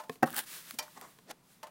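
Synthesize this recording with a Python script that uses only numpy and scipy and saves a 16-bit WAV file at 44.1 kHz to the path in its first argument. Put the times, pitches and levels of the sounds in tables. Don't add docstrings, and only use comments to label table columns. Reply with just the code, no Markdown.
import sys
import numpy as np
from scipy import signal
from scipy.fft import rfft, irfft, next_fast_len
from scipy.io import wavfile

SR = 44100
rng = np.random.default_rng(int(sys.argv[2]) if len(sys.argv) > 2 else 0)


def transcribe(u):
    v = np.clip(np.atleast_2d(u).T, -1, 1)
    q = np.round(v * 32767).astype(np.int16)
    wavfile.write(sys.argv[1], SR, q)


N = 74970

# (frequency [Hz], level [dB])
HISS_SPECTRUM = [(25, -11), (50, -17), (90, -14), (160, 1), (290, -7.5), (540, -14), (1000, -14.5),
                 (2000, -22), (4000, -25), (7700, -26.5), (15500, -34.5)]

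# (peak time [s], level [dB], rise [s], fall [s])
SCUFFS = [(0.977, -45.5, 0.069, 0.041), (1.017, -49.5, 0.0067, 0.27), (1.04, -53, 0.045, 0.12)]
# (frequency [Hz], level [dB])
SCUFF_SPECTRUM = [(100, -6), (400, -6.5), (750, -3), (1100, 1.5), (1600, -11), (1950, -5.5), (2600, -20.5),
                  (8000, -16), (16000, -49)]
# (time [s], ring [dB], snap [dB])
STEPS = [(-.002, -43.5, -60), (.788, -40, -27.5), (1.6303, -41.5, -53.5)]
# (frequency [Hz], level [dB], T60 [s])
HEEL_MODES = [(611.6, -8.5, 0.33), (683, -29, 0.073), (864, -19, 0.37), (888, 5, 0.13), (1044.6, -5, 0.19),
              (1276, 0.5, 0.052), (1412, -6.5, 0.032), (1754, -15.5, 0.22)]
# (frequency [Hz], level [dB])
THUD_SPECTRUM = [(100, -17), (400, -5.5), (700, 6.5), (1100, 2), (1600, -4), (3000, -8), (8000, -13.5),
                 (16000, -18)]
# (frequency [Hz], level [dB], T60 [s])
SNAP_MODES = [(1936, -10, 0.08), (2410, -13, 0.091), (2440, -9.5, 0.079), (3100, -8, 0.066),
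              (4280, -14, 0.052), (4690, -6, 0.078), (5010, -13, .045), (5620, -4, 0.058)]
# (frequency [Hz], level [dB])
SNAP_SPECTRUM = [(60, 3), (250, -18), (700, 0), (2500, 0), (4000, 1), (5700, 4.5), (7500, -0.5),
                 (12000, -1), (16000, -4.5)]

# (time [s], level [dB])
SLIDE_ENVELOPE = [(0, -59), (.08, -69), (.13, -56), (.2, -73.5), (.43, -73), (.47, -49), (.53, -44),
                  (.58, -45.5), (.635, -54), (.7, -48.5), (.77, -62.5), (.92, -59.5), (1.1, -61),
                  (1.15, -65.5), (1.3, -73), (1.42, -75), (1.52, -62), (1.62, -72)]
# (frequency [Hz], level [dB])
SLIDE_SPECTRUM = [(180, -39), (300, -5), (808, -8), (849, -10), (922, -2.5), (1910, 1.5), (2360, -0.5),
                  (3940, 0), (6680, -2.5), (9140, -0.5), (15500, -2)]
# (peak time [s], level [dB], rise [s], fall [s], treble corner [Hz])
RUBS = [(1.308, -47.5, 0.11, 0.1, 1460), (1.3142, -40, 0.082, 0.015, 9180)]
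# (frequency [Hz], level [dB])
RUB_SPECTRUM = [(60, -22), (150, -20), (220, -0.5), (330, -4.5), (500, -2.5), (760, -4), (1000, -12),
                (1900, -9), (2600, -14), (5000, -11), (12000, -16.5), (16000, -22)]
# (peak time [s], level [dB], rise [s], fall [s], centre [Hz])
CREAKS = [(.272, -44, 0.021, 0.068, 862), (0.28, -40.5, 0.056, 0.057, 1251),
          (.338, -42.5, 0.014, 0.11, 1530), (0.88, -47, 0.0024, 0.022, 1300)]
# (time [s], level [dB], T60 [s])
BUMPS = [(0.313, -47.5, 0.33), (0.741, -45, 0.11)]
# (frequency [Hz], level [dB])
BUMP_SPECTRUM = [(100, -21), (180, -25), (235, -4.5), (310, -18), (430, -24), (900, -35.5)]

# (time [s], level [dB])
SCRAPE_ENVELOPE = [(.24, -135), (.26, -45.5), (.32, -56), (.35, -45.5), (.37, -36), (.392, -31.5),
                   (.408, -39.5), (.416, -49), (.445, -51), (.48, -105)]
# (frequency [Hz], level [dB])
SCRAPE_SPECTRUM = [(35, -72), (60, -30), (135, -28), (266, -11), (688, -7), (792, -1), (1170, -6.5),
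                   (1740, 2.5), (2150, -9), (3190, -3.5), (6560, -12), (8670, -4.5), (15500, -6.5)]
# (time [s], level [dB], treble corner [Hz])
CATCHES = [(0.1422, -48, 15000), (0.276, -33, 15000), (0.2989, -40, 3080), (.3048, -31, 12000),
           (.329, -31.5, 15000), (0.345, -27, 12100), (0.365, -20.5, 15000), (0.3776, -28.5, 4990),
           (0.381, -26, 15000), (0.3907, -19.5, 15100), (.7094, -25, 4360), (1.013, -33, 6150),
           (1.3109, -38.5, 4040)]
# (frequency [Hz], level [dB])
CATCH_SPECTRUM = [(100, -28.5), (700, -4), (1400, 2), (3500, -4), (6000, -7), (10000, -0.5), (14500, 3),
                  (16000, 7)]

# (time [s], ring [dB], crack [dB])
TAPS = [(.0955, -30.5, -36), (.1565, -58, -47.5), (1.1877, -58.5, -51.5)]
# (frequency [Hz], level [dB], T60 [s])
COVER_MODES = [(175, -13.5, 0.091), (256, -6.5, 0.081), (451, 2.5, .052), (705, -14, 0.12),
               (1072, -0.5, 0.03), (1750, 0, 0.018), (2540, -12.5, 0.032), (3460, -7, 0.01),
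               (4030, -13.5, .022), (4900, -14, 0.018)]
# (frequency [Hz], level [dB])
TAP_SPECTRUM = [(60, -35), (200, -14), (450, -4), (750, 1), (1100, -2.5), (1800, -8.5), (3500, -11.5),
                (7000, -17), (16000, -19.5)]
# (time [s], ring [dB], crack [dB])
KNOCKS = [(.2253, -37.5, -35), (.2291, -19.5, -20), (.2325, -33, -25), (.2378, -33, -27.5),
          (.2428, -34, -33.5), (.2575, -74, -47.5)]
# (frequency [Hz], level [dB], T60 [s])
CASE_MODES = [(153, -6.5, 0.11), (250, -6, 0.13), (325, 1, 0.059), (446, -2.5, 0.054), (534, -2.5, 0.074),
              (753.3, 7, 0.058), (1050, -2, 0.002), (1106, -6.5, .07), (1306, -6, 0.06), (1564, -5, 0.094),
              (1857, -4, 0.051), (2665, -14, .045)]
# (frequency [Hz], level [dB])
KNOCK_SPECTRUM = [(40, -32), (110, -17), (200, -3), (500, 6.5), (900, -7.5), (1800, -2), (2400, -17),
                  (4000, -21), (6000, -17.5), (7500, -26), (16000, -22)]

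TIME_S = np.arange(N) / SR


def amp(db):
    return 10 ** (np.asarray(db) / 20)


def unit(x):
    return x / np.sqrt(np.mean(x ** 2) + 1e-20)


def filtered(x, gain):
    size = next_fast_len(len(x) + 8192)
    return irfft(rfft(x, size) * gain(np.fft.rfftfreq(size, 1 / SR)), size)[:len(x)]


def coloured(x, spectrum):
    points_hz, db = np.transpose(spectrum)
    return unit(filtered(x, lambda hz: amp(np.interp(np.log(hz + 1), np.log(points_hz), db))))


def dulled(x, corner_hz):
    return unit(filtered(x, lambda hz: 1 / np.hypot(1, hz / corner_hz)))


def noise(spectrum):
    return coloured(rng.standard_normal(N), spectrum)


def level(envelope):
    return amp(np.interp(TIME_S, *np.transpose(envelope)))


def decay(peak_s, t60_s, rise_s=0.00038):
    t_s = TIME_S - peak_s
    return amp(-60 * np.minimum(np.maximum(t_s / t60_s, -t_s / rise_s), 10))


def ring(start_s, modes, build_s, scatter_db=1):
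    age_s = np.maximum(TIME_S - start_s, 0)
    live = (age_s > 0) & (age_s < 0.5)
    t_s, out = age_s[live], np.zeros(N)
    for hz, db, t60_s in modes:
        strike_db = db + scatter_db * rng.standard_normal()
        out[live] += amp(strike_db - 60 * t_s / t60_s) * np.sin(2 * np.pi * hz * t_s)
    return out * (1 - np.exp(-age_s / build_s))


def hiss(level_db=-66.5):
    return amp(level_db) * noise(HISS_SPECTRUM)


def room(x, t60_s=0.21, corner_hz=2200):
    tail = filtered(rng.standard_normal(N), lambda hz: 1 / (1 + (hz / corner_hz) ** 2))
    tail *= decay(0.008, t60_s, rise_s=0.022)
    return signal.fftconvolve(x, tail / np.linalg.norm(tail))[:N]


def scuffs():
    return sum(amp(db) * decay(peak_s, fall_s, rise_s) * noise(SCUFF_SPECTRUM)
               for peak_s, db, rise_s, fall_s in SCUFFS)


def steps(sole_delay_s=0.039, thud_t60_s=0.082, damp_after_s=0.04, damp_t60_s=0.19):
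    out = np.zeros(N)
    for heel_s, ring_db, snap_db in STEPS:
        sole_s = heel_s + sole_delay_s
        heel_pulse = decay(heel_s, t60_s=0.051, rise_s=0.0045)
        sole_pulse = amp(-21.5) * decay(sole_s, t60_s=0.14, rise_s=0.02)
        snap = noise(SNAP_SPECTRUM) * (heel_pulse + sole_pulse)
        thud = noise(THUD_SPECTRUM) * (decay(heel_s, thud_t60_s) + amp(-7) * decay(sole_s, thud_t60_s))
        damping = amp(-60 * np.maximum(TIME_S - heel_s - damp_after_s, 0) / damp_t60_s)
        hollow = damping * (ring(heel_s, HEEL_MODES, build_s=0.003) + amp(-0.5) * thud)
        bright = snap + ring(heel_s, SNAP_MODES, build_s=0.001)
        out += amp(snap_db) * bright + amp(ring_db) * hollow
    return out


def hand(creak_q=5):
    out = level(SLIDE_ENVELOPE) * noise(SLIDE_SPECTRUM)
    for peak_s, db, rise_s, fall_s, corner_hz in RUBS:
        out += amp(db) * decay(peak_s, fall_s, rise_s) * dulled(noise(RUB_SPECTRUM), corner_hz)
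    for peak_s, db, rise_s, fall_s, centre_hz in CREAKS:
        band = filtered(rng.standard_normal(N), lambda hz: 1 / (1 + (creak_q * (hz / centre_hz - 1)) ** 2))
        out += amp(db) * decay(peak_s, fall_s, rise_s) * unit(band)
    for peak_s, db, t60_s in BUMPS:
        out += amp(db) * decay(peak_s, t60_s, rise_s=0.018) * noise(BUMP_SPECTRUM)
    return out


def scrape(grains_per_s=3800, scatter_db=3, catch_t60_s=0.0062):
    grains = (rng.random(N) < grains_per_s / SR) * rng.choice([-1, 1], N)
    slips = grains * amp(scatter_db * rng.standard_normal(N))
    catches = sum(amp(db) * dulled(noise(CATCH_SPECTRUM), corner_hz) * decay(peak_s, catch_t60_s)
                  for peak_s, db, corner_hz in CATCHES)
    return level(SCRAPE_ENVELOPE) * coloured(slips, SCRAPE_SPECTRUM) + catches


def plastic_impacts(contacts, modes, crack_spectrum, crack_t60_s):
    out = np.zeros(N)
    for start_s, ring_db, crack_db in contacts:
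        out += amp(ring_db) * ring(start_s, modes, build_s=0.00043)
        out += amp(crack_db) * noise(crack_spectrum) * decay(start_s, crack_t60_s)
    return out


def scene(room_db=-15, impact_send_db=-10):
    walk = scuffs() + steps()
    knocks = plastic_impacts(KNOCKS, CASE_MODES, KNOCK_SPECTRUM, crack_t60_s=0.018)
    taps = plastic_impacts(TAPS, COVER_MODES, TAP_SPECTRUM, crack_t60_s=0.017)
    handling = knocks + taps + scrape() + hand()
    echo = amp(room_db) * room(walk + amp(impact_send_db) * (knocks + taps))
    mono = echo + walk + handling
    return np.array([mono, mono])


def record(dry, bass_cut_hz=116, band_limit_hz=15900):
    thin = signal.sosfilt(signal.butter(4, bass_cut_hz, "highpass", fs=SR, output="sos"), dry)
    noisy = thin + hiss()
    return np.array([filtered(channel, lambda hz: hz < band_limit_hz) for channel in noisy])


dry = scene()
out = record(dry)
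transcribe(out)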